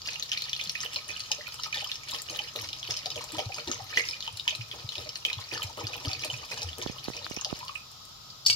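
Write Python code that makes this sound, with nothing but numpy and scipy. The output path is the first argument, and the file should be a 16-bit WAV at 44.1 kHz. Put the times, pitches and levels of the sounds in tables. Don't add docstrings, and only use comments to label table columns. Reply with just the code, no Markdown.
import sys
import numpy as np
from scipy import signal
from scipy.fft import rfft, irfft, next_fast_len
from scipy.io import wavfile
from scipy.ndimage import map_coordinates

SR = 44100
rng = np.random.default_rng(int(sys.argv[2]) if len(sys.argv) > 2 else 0)


def makeup_ratio(level_db):
    decades = np.asarray(level_db, float) / 20
    return 10 ** decades


def file_out(sig):
    cols = np.atleast_2d(sig).T
    lim = np.clip(cols, -1, 1)
    pcm = np.round(lim * 32767).astype(np.int16)
    wavfile.write(sys.argv[1], SR, pcm)


N = 377055
SIZE = next_fast_len(N + SR // 2)
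HZ = np.maximum(np.arange(SIZE // 2 + 1) * SR / SIZE, 1.)

# [f/Hz, density/dB per Hz]
HUM = [(40, -3), (130, 2.5), (220, -9.5), (330, -14), (800, -8.5), (1250, -3.5), (1600, -16.5),
       (2400, -17.5), (3200, -5), (5200, -2.5), (7200, -15), (7700, -26), (9700, -29), (13000, -21.5),
       (16000, -28)]
# [f/Hz, width/Hz, rms level/dB]
WHINES = [(129.5, 2.9, -65), (1255, 50, -63.5), (3950, 60, -64), (5220, 70, -61), (7080, 220, -64),
          (13100, 1100, -75)]
# [f/Hz, correlation/0..1]
LIKENESS = [(60, 0.87), (140, 0.92), (330, 0.73), (770, 0.36), (1500, 0.011), (15000, 0.016)]

# [crest t/s, splash level/dB, gurgle level/dB, ebb/s]
SURGES = [(0.077, -35.5, -55.5, 0.19), (0.329, -33.5, -64.5, 0.18), (0.623, -32.5, -62, 0.058),
          (0.85, -30.5, -52, 0.035), (0.968, -34.5, -53.5, 0.045), (1.094, -32, -54.5, 0.19),
          (1.311, -37.5, -57.5, 0.84), (1.75, -35.5, -59, 0.26), (2.141, -30.5, -51, 0.058),
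          (2.308, -34, -46, 0.2), (2.56, -36.5, -45.5, 0.3), (2.892, -31, -46.5, 0.1),
          (3.062, -39.5, -54.5, 0.078), (3.167, -35, -45.5, 0.13), (3.389, -34, -39.5, 0.07),
          (3.581, -37, -50, 0.063), (3.677, -37.5, -45, 0.36), (3.974, -30.5, -44.5, 0.17),
          (4.482, -38, -56, 0.22), (4.742, -39.5, -49.5, 0.22), (4.985, -40.5, -46, 0.21),
          (5.255, -43, -52.5, 1), (5.527, -34, -43.5, 0.25), (5.779, -40, -41.5, 0.87),
          (6.052, -39, -45.5, 0.81), (6.249, -42, -45.5, 0.25), (6.516, -38, -44.5, 0.58),
          (6.784, -39, -46.5, 0.56), (7.151, -39.5, -50.5, 0.38), (7.502, -42.5, -55.5, 0.29)]
# [f/Hz, density/dB per Hz]
SPLASH = [(1300, -15.5), (2100, -3.5), (2500, -3), (3200, -2), (5000, 1), (6200, -2.5), (7200, -23),
          (8000, -58)]
# [f/Hz, density/dB per Hz]
GURGLE = [(150, -22), (300, -1.5), (600, -1.5), (800, 0), (1200, -1.5), (1700, -17)]
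# [f/Hz, density/dB per Hz]
SPRAY = [(5000, -20), (7500, -23), (10000, -6), (13000, 26), (15500, -22), (17000, -11)]

# [t/s, peak level/dB, f/Hz]
SLAPS = [(.086, -26, 2550), (.3169, -20.5, 3100), (.5312, -19, 3350), (.7519, -25, 2490),
         (.9598, -20, 4080), (1.3163, -14, 5220), (1.726, -26.5, 2350), (2.091, -27.5, 4540),
         (2.2967, -28, 4474), (2.5595, -25.5, 3760), (2.909, -21.5, 5200), (3.0587, -19.5, 4620),
         (3.3917, -25, 3100), (3.544, -25, 4840), (3.6745, -25.5, 3540), (3.9727, -13.5, 2003),
         (4.2056, -27, 4130), (4.478, -15.5, 3073), (4.7134, -27.5, 3200), (4.9539, -27, 3200),
         (5.25, -17, 3090), (5.8691, -24, 4560), (6.0502, -28.5, 2960), (6.236, -24.5, 2540),
         (6.5143, -33, 2440), (7.1664, -26.5, 5540), (7.3643, -28.5, 5600)]
# [t/s, peak level/dB, f/Hz]
PINGS = [(0.0613, -24, 5100), (0.1968, -26, 6100), (0.225, -22.5, 4100), (0.4949, -24, 5340),
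         (0.592, -30, 2910), (0.596, -29.5, 2350), (0.6121, -24.5, 3400), (0.6953, -17.5, 5248),
         (1.204, -25.5, 4380), (1.6346, -20.5, 5140), (1.7438, -23.5, 3680), (1.916, -23, 3500),
         (1.956, -26, 5250), (2.3902, -24, 2970), (2.7302, -25, 3600), (2.9662, -25.5, 5160),
         (3.103, -24.5, 4940), (3.715, -21, 6400), (3.995, -21.5, 2140), (4.0873, -22, 5220),
         (4.3963, -23.5, 3700), (4.507, -22, 3200), (4.5502, -24, 3900), (4.89, -23, 4020),
         (5.299, -24.5, 2470), (5.3303, -22, 3855), (6.132, -19, 4540), (6.6186, -23, 4700),
         (7.411, -26.5, 6060), (7.447, -21.5, 4830), (6.1144, -24, 5273)]
# [t/s, peak level/dB, f/Hz]
FLECKS = [(0.018, -27, 4700), (0.1569, -27, 2730), (0.3748, -23.5, 4200), (0.4024, -31.5, 3980),
          (0.4213, -23, 4170), (0.5504, -28, 3530), (0.564, -22, 4180), (0.6371, -27, 4770),
          (0.6734, -28, 4240), (0.8334, -31.5, 1870), (1.1024, -27.5, 2460), (1.1958, -29, 4120),
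          (1.7599, -24, 4700), (1.844, -25, 3130), (5.932, -31.5, 2570), (2.3472, -30.0, 3050),
          (2.6096, -33, 3230), (2.6884, -24, 5420), (2.829, -27.5, 3260), (2.8757, -33, 3030),
          (2.9404, -25.5, 5500), (2.9712, -23, 4970), (2.9902, -26, 5200), (3.157, -27, 3240),
          (3.3835, -22.5, 3210), (3.5823, -31.5, 2370), (3.725, -29, 4985), (3.9354, -30, 2380),
          (4.037, -31, 2700), (4.1104, -23, 4940), (4.225, -27, 3600), (4.265, -29, 3100),
          (4.2768, -25, 3060), (4.3728, -32, 4200), (4.725, -34.5, 3200), (4.9212, -28.5, 3360),
          (4.981, -25, 3800), (5.0911, -23.5, 5300), (5.1564, -21, 4100), (5.281, -29, 2470),
          (5.5132, -29.5, 2490), (5.5782, -24.5, 4600), (5.6197, -24.5, 3100), (5.6308, -29, 2670),
          (6.0823, -24, 5000), (6.1474, -32, 2500), (6.3001, -24, 3030), (6.5142, -31, 2510),
          (6.6303, -21, 5500), (6.688, -29, 3010), (6.7305, -32, 3400), (7.3856, -33, 2720),
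          (7.4131, -26, 6740), (7.681, -26, 4330)]
# [t/s, peak level/dB, f/Hz]
PLINKS = [(0.3226, -27, 3100), (0.332, -21, 3160), (.41, -32, 4330), (0.4395, -29, 4570),
          (1.0914, -31, 2520), (1.409, -34, 1930), (1.468, -34, 2380), (1.5221, -28, 4955),
          (1.6573, -36, 2430), (1.805, -33, 2520), (2.1442, -34, 4880), (2.2, -32, 4560),
          (3.52, -32.5, 2510), (4.481, -26.5, 2470), (4.489, -25.5, 3760), (4.4945, -26, 6270),
          (4.527, -35, 2460), (4.61, -33, 2500), (5.8386, -34.5, 2520), (6.3378, -29, 2480),
          (6.8727, -30.5, 3320), (6.983, -33.5, 3100), (7.134, -33, 2570), (7.3638, -31.5, 2490),
          (7.501, -35.5, 2700), (7.692, -35, 2490)]
# [t/s, peak level/dB, f/Hz]
HOLLOWS = [
    (1.74, -36, 1794),
    (3.974, -23, 2000),
    (4.006, -22.5, 2110),
    (4.1288, -34.5, 2410),
    (5.553, -35, 1723),
    (6.085, -41.5, 760),
]
# [t/s, peak level/dB, f/Hz]
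PLOPS = [(.833, -35.5, 1290), (.963, -36.5, 1035), (1.306, -35, 817), (1.478, -36, 1350),
         (1.659, -32, 1255), (1.763, -36, 790), (2.13, -31.5, 1040), (2.396, -37, 802), (2.559, -43, 596),
         (3.057, -31, 712.5), (3.159, -39.5, 588), (3.208, -35, 1080), (3.33, -37.5, 310), (3.38, -27, 752),
         (3.493, -32, 750), (3.582, -33.5, 1340), (3.674, -32, 345), (3.712, -31, 1290), (3.797, -32, 753),
         (3.97, -47, 448), (4.276, -33, 876), (4.47, -36.5, 973), (5.773, -45, 477.2), (6.052, -37.5, 279),
         (6.248, -38.5, 593), (6.786, -38, 355)]
# [t/s, peak level/dB, f/Hz]
BLOBS = [(0.081, -39, 1670), (0.4638, -45, 1100), (1.3849, -43, 586), (1.5937, -36, 1290),
         (1.8209, -36.5, 782), (1.68, -41.5, 1200), (1.863, -38, 1148), (2.36, -39, 1760),
         (3.2369, -41, 975), (3.58, -41, 595), (3.6926, -40.5, 326), (3.928, -33, 1770),
         (4.5237, -43.5, 633), (5.0585, -44, 600), (5.3136, -40, 1009), (5.3879, -36, 1016),
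         (5.575, -33, 1400), (5.595, -36.5, 1160), (5.697, -41, 879), (5.831, -40.5, 320),
         (5.955, -38, 1002), (6.2967, -40, 754), (6.4307, -37.5, 1130), (6.9636, -41, 1060),
         (7.3929, -41.5, 1050), (7.4189, -36, 1100), (7.456, -35.5, 732), (7.468, -40, 760),
         (7.507, -41, 1100)]
# [t/s, peak level/dB, f/Hz]
SPECKS = [(0.5758, -36, 9930), (0.7192, -37, 9250), (1.0818, -34, 9050), (1.108, -41, 11890),
          (1.1949, -38, 8900), (1.4798, -33.5, 13400), (1.8431, -33, 13150), (2.0907, -39, 9700),
          (2.3083, -36, 9620), (2.3712, -25.5, 15000), (2.5639, -32.5, 12100), (2.6163, -33, 11800),
          (2.8762, -43, 12200), (2.9717, -40, 8440), (3.8427, -37, 13400), (4.0072, -37, 8490),
          (4.0966, -41, 8870), (4.3274, -39, 8900), (4.5567, -37, 8540), (5.1727, -35.5, 9240),
          (5.8396, -39, 13500), (5.9661, -31, 13140), (6.0572, -38.5, 9200), (6.5178, -35.5, 8100),
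          (7.0414, -38, 11800), (7.3427, -35, 12260), (7.7523, -40, 8400)]
# [t/s, peak level/dB]
TICKS = [(.2309, -28.5), (.4199, -27.5), (.6399, -29), (1.5424, -27), (2.2189, -24.5), (3.241, -29),
         (3.3204, -27.5), (4.3715, -29), (5.263, -29), (5.6296, -24.5), (6.2472, -23), (6.6298, -31.5),
         (6.783, -27.5), (7.2988, -31.5), (7.59, -32), (7.65, -34.5), (7.777, -41), (7.915, -41),
         (8.052, -37), (8.092, -46)]
# [t/s, peak level/dB, f/Hz]
DRIPS = [
    (7.608, -38, 940),
    (7.628, -28.5, 1010),
    (7.66, -36, 1060),
    (7.693, -26.5, 1120),
    (7.7546, -20.5, 2560),
]

# [f/Hz, density/dB per Hz]
CRACK = [(1200, -17.5), (3000, 11.5), (6000, 10.5), (8000, -9.0), (16000, -7.5)]
TICK = [(4000, -7.5), (7500, 4.5), (10000, -3.5), (13000, -2.5), (16000, -7)]
CAVITY = [(150, -17.5), (280, -2), (430, 7.5), (800, 2.5), (2000, -19.5)]
# [f/Hz, gain/dB]
RIM = [(1380, 0.5), (1580, -2.5), (1700, -1), (7000, 0), (7500, -3.5)]
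# [f/Hz, width/Hz, level/dB]
POT = [(345, 35, -6), (478.5, 13, 7), (596, 13.3, -3), (760, 13, 7), (1797, 54, 5.5), (2478, 98, 10),
       (3090, 41, -2.5)]

# [t/s, peak level/dB, f/Hz, life/cycles]
GULPS = [(0.667, -49, 182, 21), (2.907, -48, 107, 11.6), (3.46, -30, 114.2, 8), (3.67, -38, 94, 5),
         (3.813, -44.5, 116, 11), (3.966, -50.5, 123, 6.4), (4.331, -41, 112, 8.7), (4.587, -39, 123, 16.5),
         (4.844, -31, 114, 5.2), (4.979, -48, 95, 9.3), (5.369, -35, 110, 9.2), (5.643, -35, 101.1, 8.3),
         (5.838, -32.5, 116, 8.4), (6.072, -22, 103.9, 4.9), (6.328, -40.5, 126, 13), (6.64, -39, 89.4, 19)]
# [t/s, peak level/dB, left minus right/dB, contact/ms]
TAPS = [
    (6.862, -31, -46, 0.26),
    (6.897, -28.5, -31, 0.41),
    (7.083, -24.5, -34, 0.26),
    (7.101, -26.5, -22.5, 0.25),
    (7.311, -29, -29.5, 0.3),
    (7.372, -27.5, -26.5, 0.27),
    (7.527, -24, -33.5, 0.31),
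]
# [t/s, peak level/dB, seat/0 neck to 1 shoulder]
CLINKS = [(8.302, -39, 0.45), (8.4505, -37, 0.1), (8.4615, -23, .05), (8.4638, -17, 0.046),
          (8.4685, -19.5, .2), (8.4743, -25, 0.022), (8.4831, -23, 0.12), (8.4991, -11.5, 0.96),
          (8.502, -19, .5), (8.5059, -21, 0.3), (8.528, -22.5, 0.3)]
# [f/Hz, level at neck/dB, level at shoulder/dB, T60/s]
GLASS = [(2268, -40, -7.5, 0.085), (2800, -31, -5, 0.07), (3100, -24, 9, 0.0068), (3600, 2.5, -4, 0.019),
         (4030, -12, -9, .03), (4516, 11.5, 3, 0.025), (4700, 11.5, 1, 0.054), (5580, 8.5, -11, 0.08),
         (5770, 2, -12, 0.027), (6470, 6.5, -5, 0.022), (7640, -4, -11, 0.034), (9700, -12, -28, 0.041),
         (12600, -6, -25, 0.04), (15300, -4, -20, .025)]
# [f/Hz, density/dB per Hz]
KNOCK = [(250, 9.5), (1000, 15.0), (2500, -9)]

# [f/Hz, left minus right/dB]
PORTS = [(60, 1.5), (150, 2), (1500, 3.5), (2380, -10.5), (3770, 4), (5980, -1), (9470, 15), (15000, 4.5)]
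# [f/Hz, gain/dB]
PORT_EDGES = [(20, -15), (45, 0), (15800, 0), (16050, -24), (16600, -30), (17000, -70)]

HUM_DB = -51
SWELL_S, SWELL_PER_EBB, QUICKEST_S = 0.12, 0.37, 0.0107
SPLASH_SWING_DB, GURGLE_SWING_DB = 15, 18.5
TRICKLE_SPLASH_DB, TRICKLE_GURGLE_DB = -51, -68
STREAM_END_S, DYING_DB_PER_S = 7.72, 180
SPATTERS, SPATTER_DB, SPATTER_SPREAD_DB = 170, 6.5, 3.5
SPATTER_LOW_HZ, SPATTER_OCTAVES = 2296, 1.65
PLUNGE_DB, PLUNGE_T60_S = 3, 0.15
NARROWEST_HZ = 38
KITCHEN_T60_S, KITCHEN_DB = .25, -4
RIGHT_LAG = 9
WANDER_SAMPLES, WANDER_PER_S = 1.8, 25.
LIFT_S, LIFT_LAG = 8.2, 3.5


def rms_one(x):
    return x / np.sqrt(np.mean(x ** 2) + 1e-20)


def at_hz(points, hz):
    table_hz, values = np.array(points)[:, 0], np.array(points)[:, 1]
    return np.interp(np.log(hz), np.log(table_hz), values)


def colour(x, db):
    cepstrum = irfft(db * np.log(10) / 20, SIZE)
    cepstrum[1:SIZE // 2] *= 2
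    cepstrum[SIZE // 2 + 1:] = 0
    response = np.exp(rfft(cepstrum))
    return irfft(rfft(x, SIZE) * response, SIZE)[..., :N]


def resonance(x, hz, width_hz):
    r = np.exp(-np.pi * width_hz / SR)
    poles = [1, -2 * r * np.cos(2 * np.pi * hz / SR), r * r]
    return signal.lfilter([(1 - r * r) / 2, 0, (r * r - 1) / 2], poles, x + 1e-18)


def drift(rate):
    r = np.exp(-2 * np.pi * rate / SR)
    wander = signal.lfilter([1], [1, -2 * r, r * r], rng.standard_normal(N + SR))
    return rms_one(wander[SR:])


def bubbles(rows, cycles, rise, onset_cycles, trim_db, scatter=0, mates_db=-6, count=1):
    out = np.zeros(N + SR)
    chance = rng.uniform(-1, 1, (len(rows), count, 3))
    for row, life, draws in zip(rows, np.broadcast_to(cycles, len(rows)), chance):
        for k, (detune, late, phase) in enumerate(draws):
            is_mate = k > 0
            hz = row[2] * np.exp(scatter * detune * is_mate)
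            t60 = max(life, 2) / hz / (2 if is_mate else 1)
            t = np.arange(int(t60 * SR * .7)) / SR
            swell = 1 - np.exp(-t * hz / onset_cycles)
            tone = np.sin(2 * np.pi * hz * (t + rise * t * t / t60 / 2) + np.pi * phase)
            peak_db = row[1] + trim_db + mates_db * is_mate
            at = int((row[0] + is_mate * (1 + late) * 2.786 / hz) * SR)
            out[at:at + len(t)] += makeup_ratio(peak_db - 60 * t / t60) * swell * tone
    return out[:N]


def snaps(rows, trim_db, spectrum):
    clicks = np.zeros(N)
    at = [int(row[0] * SR) for row in rows]
    clicks[at] = makeup_ratio(np.array([row[1] for row in rows]) + trim_db)
    puffs = signal.lfilter([.15], [1, -1.9, .9025], clicks) * rng.standard_normal(N)
    return colour(puffs, at_hz(spectrum, HZ))


def hum():
    mid, side = rng.standard_normal((2, SIZE))
    alike = at_hz(LIKENESS, HZ)
    shared = rfft(mid) * np.sqrt(1 + alike)
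    opposed = rfft(side) * np.sqrt(1 - alike) * [[1], [-1]]
    pair = irfft(shared + opposed, SIZE)[:, :N]
    out = makeup_ratio(HUM_DB + 2.0) * rms_one(colour(pair, at_hz(HUM, HZ)))
    for hz, width, db in WHINES:
        out = out + makeup_ratio(db) * rms_one(resonance(resonance(pair, hz, width), hz, width))
    return out


def flow(column, swing_db, trickle_db, longest_s):
    t = np.arange(0, N, 64) / SR
    rows = np.array(SURGES)[:, :, None]
    late, ebb = t - rows[:, 0], rows[:, 3]
    swell = np.maximum(SWELL_S - SWELL_PER_EBB * ebb, QUICKEST_S)
    surges = rows[:, column] - swing_db * np.maximum(late / np.minimum(ebb, longest_s), -late / swell)
    level = 10 * np.log10(np.sum(makeup_ratio(2 * surges), axis=0) + makeup_ratio(2 * trickle_db))
    dying = DYING_DB_PER_S * np.maximum(t - STREAM_END_S, 0)
    return np.interp(np.arange(N) / SR, t, level - dying)


def swarm(level_db, clumps_db, spectrum, spread_db, cycles, rise, count):
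    when, size, pitch, life = rng.random((count, 4)).T
    share = np.cumsum(makeup_ratio(clumps_db) * (level_db > -100))
    born = np.searchsorted(share, when * share[-1]).clip(0, N - 1)
    hz = spectrum[0][0] * (spectrum[-1][0] / spectrum[0][0]) ** pitch
    peak_db = at_hz(spectrum, hz) + 20 * np.log10(hz) - spread_db * np.log(np.maximum(size, .03))
    rows = np.transpose([born / SR, peak_db, hz])
    cloud = bubbles(rows, cycles * (0.88 + 1.37 * life), rise, onset_cycles=0.61, trim_db=0)
    return makeup_ratio(level_db) * rms_one(cloud)


def grains(spectrum, per_s, spread_db, cycles, clumps_db, noise_db):
    sizes = makeup_ratio(spread_db * np.minimum(rng.exponential(1, N), 4)) * rng.choice([-1, 1], N)
    born = rng.random(N) < per_s * makeup_ratio(clumps_db) / SR
    pitches = np.geomspace(spectrum[0][0], spectrum[-1][0], 18)
    dealt = rng.integers(0, 18, N)
    cloud = np.zeros(N)
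    for k, hz in enumerate(pitches):
        ringing = resonance(sizes * born * (dealt == k), hz, 1.8 * hz / cycles)
        cloud += makeup_ratio(at_hz(spectrum, hz)) * hz ** .5 * rms_one(ringing)
    hiss = colour(rng.standard_normal(N), at_hz(spectrum, HZ))
    return rms_one(rms_one(cloud) + makeup_ratio(noise_db) * rms_one(hiss))


def stream(splash_db, gurgle_db, clumps):
    splash = swarm(splash_db - 5.5, 7.5 * clumps, SPLASH, spread_db=4.0, cycles=16.0, rise=0.051, count=3800)
    gurgle = swarm(gurgle_db - 4.0, 3 * clumps, GURGLE, spread_db=1.0, cycles=17.0, rise=0.52, count=1500)
    spray_clumps_db = 8.8 * clumps + 7 * drift(28.0)
    spray = grains(SPRAY, 1200., 4.5, cycles=2.5, clumps_db=spray_clumps_db, noise_db=-20)
    crackle = grains(SPLASH, 1500., 12.2, cycles=5.7, clumps_db=4.6 * clumps, noise_db=-2.5)
    return splash + gurgle + makeup_ratio(splash_db - 22.0) * spray + makeup_ratio(splash_db - 12.0) * crackle


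def rumble(gurgle_db):
    floor = resonance(resonance(rng.standard_normal(N), 106, 47), 77, 75)
    return makeup_ratio(gurgle_db - 9 + 2.5 * drift(12.0)) * rms_one(floor)


def pings():
    out = bubbles(SLAPS + PINGS, 35.3, rise=0.15, onset_cycles=1.3, trim_db=6.0, scatter=0.28, count=4)
    out += bubbles(FLECKS + PLINKS, 26.8, rise=0.074, onset_cycles=1.96, trim_db=8.5, scatter=0.16, count=3)
    out += bubbles(HOLLOWS, 107.0, rise=0.024, onset_cycles=2.2, trim_db=3.5,
                   scatter=0.03, mates_db=-17.0, count=2)
    return out


def cracks(thrown):
    faint = [(s, db - 3.0) for s, db, hz in FLECKS + PLINKS]
    fallen = [(s, db - 10.0) for s, db, hz in thrown]
    return snaps(SLAPS + PINGS + faint + fallen, -9.0, CRACK)


def plunges():
    clicks = np.zeros(N)
    at = [int((row[0] - QUICKEST_S / 2) * SR) for row in SURGES]
    clicks[at] = makeup_ratio(np.array(SURGES)[:, 2] + PLUNGE_DB)
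    envelope = signal.lfilter([1], [1, -makeup_ratio(-60 / (PLUNGE_T60_S * SR))], clicks)
    return envelope * rms_one(colour(rng.standard_normal(N), at_hz(CAVITY, HZ)))


def plops():
    large = bubbles(PLOPS, 40.7, rise=0.2, onset_cycles=1.0, trim_db=1.5, scatter=0.396, count=4)
    blobs = bubbles(BLOBS, 29.6, rise=0.15, onset_cycles=0.49, trim_db=3.5, scatter=0.36, count=3)
    return large + blobs


def spatter(splash_db, clumps_db):
    when, size, pitch = rng.random((SPATTERS, 3)).T
    share = np.cumsum(makeup_ratio(clumps_db))
    at = np.searchsorted(share, when * share[-1]).clip(0, N - 1)
    peak_db = splash_db[at] + SPATTER_DB - SPATTER_SPREAD_DB * np.log(np.maximum(size, .1))
    return np.transpose([at / SR, peak_db, SPATTER_LOW_HZ * 2 ** (SPATTER_OCTAVES * pitch)])


def drops(thrown):
    fallen = bubbles(thrown, 28.0, rise=0.047, onset_cycles=0.78, trim_db=-2.0, scatter=0.1, count=3)
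    drips = bubbles(DRIPS, 42.0, rise=0.037, onset_cycles=1.0, trim_db=-0.5,
                    scatter=0.07, mates_db=-13, count=3)
    return fallen + drips


def droplets():
    ticks = snaps(TICKS, -0.83, TICK)
    specks = bubbles(SPECKS, 17.6, rise=.05, onset_cycles=0.57, trim_db=11.5, scatter=0.14, count=4)
    return ticks + specks


def pot(surface):
    out = surface.copy()
    for k, (hz, width, db) in enumerate(POT):
        out += (-1) ** k * makeup_ratio(db) * resonance(surface, hz, max(width, NARROWEST_HZ))
    return out


def water():
    splash_db = flow(column=1, swing_db=SPLASH_SWING_DB, trickle_db=TRICKLE_SPLASH_DB, longest_s=.9)
    gurgle_db = flow(column=2, swing_db=GURGLE_SWING_DB, trickle_db=TRICKLE_GURGLE_DB, longest_s=0.45)
    clumps = drift(22)
    thrown = spatter(splash_db, 7 * clumps)
    surface = stream(splash_db, gurgle_db, clumps) + rumble(gurgle_db)
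    surface += pings() + cracks(thrown) + plunges() + plops() + drops(thrown) + droplets()
    return pot(colour(surface, at_hz(RIM, HZ)))


def kitchen(x):
    t = np.arange(SR // 2) / SR
    clutter = makeup_ratio(10 - 60 * t / .04)
    envelope = (makeup_ratio(-60 * t / KITCHEN_T60_S) + clutter) * (1 - np.exp(-t / 0.0021))
    tail = rng.standard_normal((2, len(t))) * envelope
    tail = signal.sosfilt(signal.butter(1, [350, 16000], "band", fs=SR, output="sos"), tail)
    tail = tail / np.sqrt(np.sum(tail ** 2, axis=1, keepdims=True))
    return makeup_ratio(KITCHEN_DB) * irfft(rfft(x, SIZE) * rfft(tail, SIZE), SIZE)[:, :N]


def gulps():
    return bubbles(GULPS, np.array(GULPS)[:, 3], rise=-0.27, onset_cycles=1.77, trim_db=13.5)


def taps():
    out = np.zeros((2, N))
    t_ms = np.arange(SR // 100) / SR * 1000
    for s, db, pan_db, ms in TAPS:
        dip = np.exp(-((t_ms - 3 * ms) / ms) ** 2)
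        rebound = .6 * np.exp(-((t_ms - 8 * ms) / (3.5 * ms)) ** 4)
        i = int(s * SR)
        out[:, i:i + len(t_ms)] += makeup_ratio(db - 6.5 + pan_db * np.array([[.5], [-.5]])) * (rebound - dip)
    ring = np.sin(2 * np.pi * 1.436 * t_ms) + .5 * np.sin(2 * np.pi * 2.8 * t_ms)
    snap = makeup_ratio(-20.5) * np.exp(-((t_ms - 2) / 0.44) ** 2) * ring
    i = int(7.264 * SR)
    out[:, i:i + len(t_ms)] += snap * makeup_ratio([[0], [-12]])
    return signal.sosfilt(signal.butter(2, 70, "high", fs=SR, output="sos"), out)


def stopper():
    s, peak_db, seat = np.transpose(CLINKS)
    at, out = (s * SR).astype(int), np.zeros(N)
    soft = 0.73 * np.minimum(peak_db + 15, 0)
    for hz, neck_db, shoulder_db, t60 in GLASS:
        seat_db = neck_db + seat * (shoulder_db - neck_db)
        strike_db = peak_db - 7.5 + seat_db + soft * abs(np.log2(hz / 4700))
        clicks = np.zeros(N)
        clicks[at] = makeup_ratio(strike_db) * rng.choice([-1, 1], len(at))
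        r, w = makeup_ratio(-60 / (t60 * SR)), 2 * np.pi * hz / SR
        out += signal.lfilter([0, np.sin(w)], [1, -2 * r * np.cos(w), r * r], clicks + 1e-18)
    t = np.arange(SR // 10) / SR
    for i, db in zip(at[2:], peak_db[2:]):
        burst = makeup_ratio(db - 14 - 60 * t / 0.039) * rng.standard_normal(len(t))
        rattle = resonance(burst, 4800, 4100) + makeup_ratio(-15) * burst
        out[i:i + len(t)] += rattle[:N - i]
    glass = signal.sosfilt(signal.butter(3, 1900, "high", fs=SR, output="sos"), out)
    knock = snaps([CLINKS[3], CLINKS[7]], -21.0, KNOCK)
    boom = bubbles([(CLINKS[7][0], -38, 110)], 36.0, rise=0, onset_cycles=0.57, trim_db=-5)
    return glass + knock + boom


def scene():
    near = water() + gulps() + stopper()
    lag = RIGHT_LAG + WANDER_SAMPLES * drift(WANDER_PER_S) + LIFT_LAG * (np.arange(N) > LIFT_S * SR)
    right = map_coordinates(near, [np.arange(N) - lag], order=3)
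    return np.array([near, right]) + kitchen(near) + hum() + taps()


def band_limit(x):
    return signal.sosfilt(signal.butter(12, 16850, fs=SR, output="sos"), x)


def record(dry):
    tilt_db = at_hz(PORTS, HZ) / 2
    edges_db = at_hz(PORT_EDGES, HZ)
    left = colour(dry[0], edges_db + tilt_db)
    right = colour(dry[1], edges_db - tilt_db)
    return band_limit(np.array([left, right]))


dry = scene()
out = record(dry)
file_out(out)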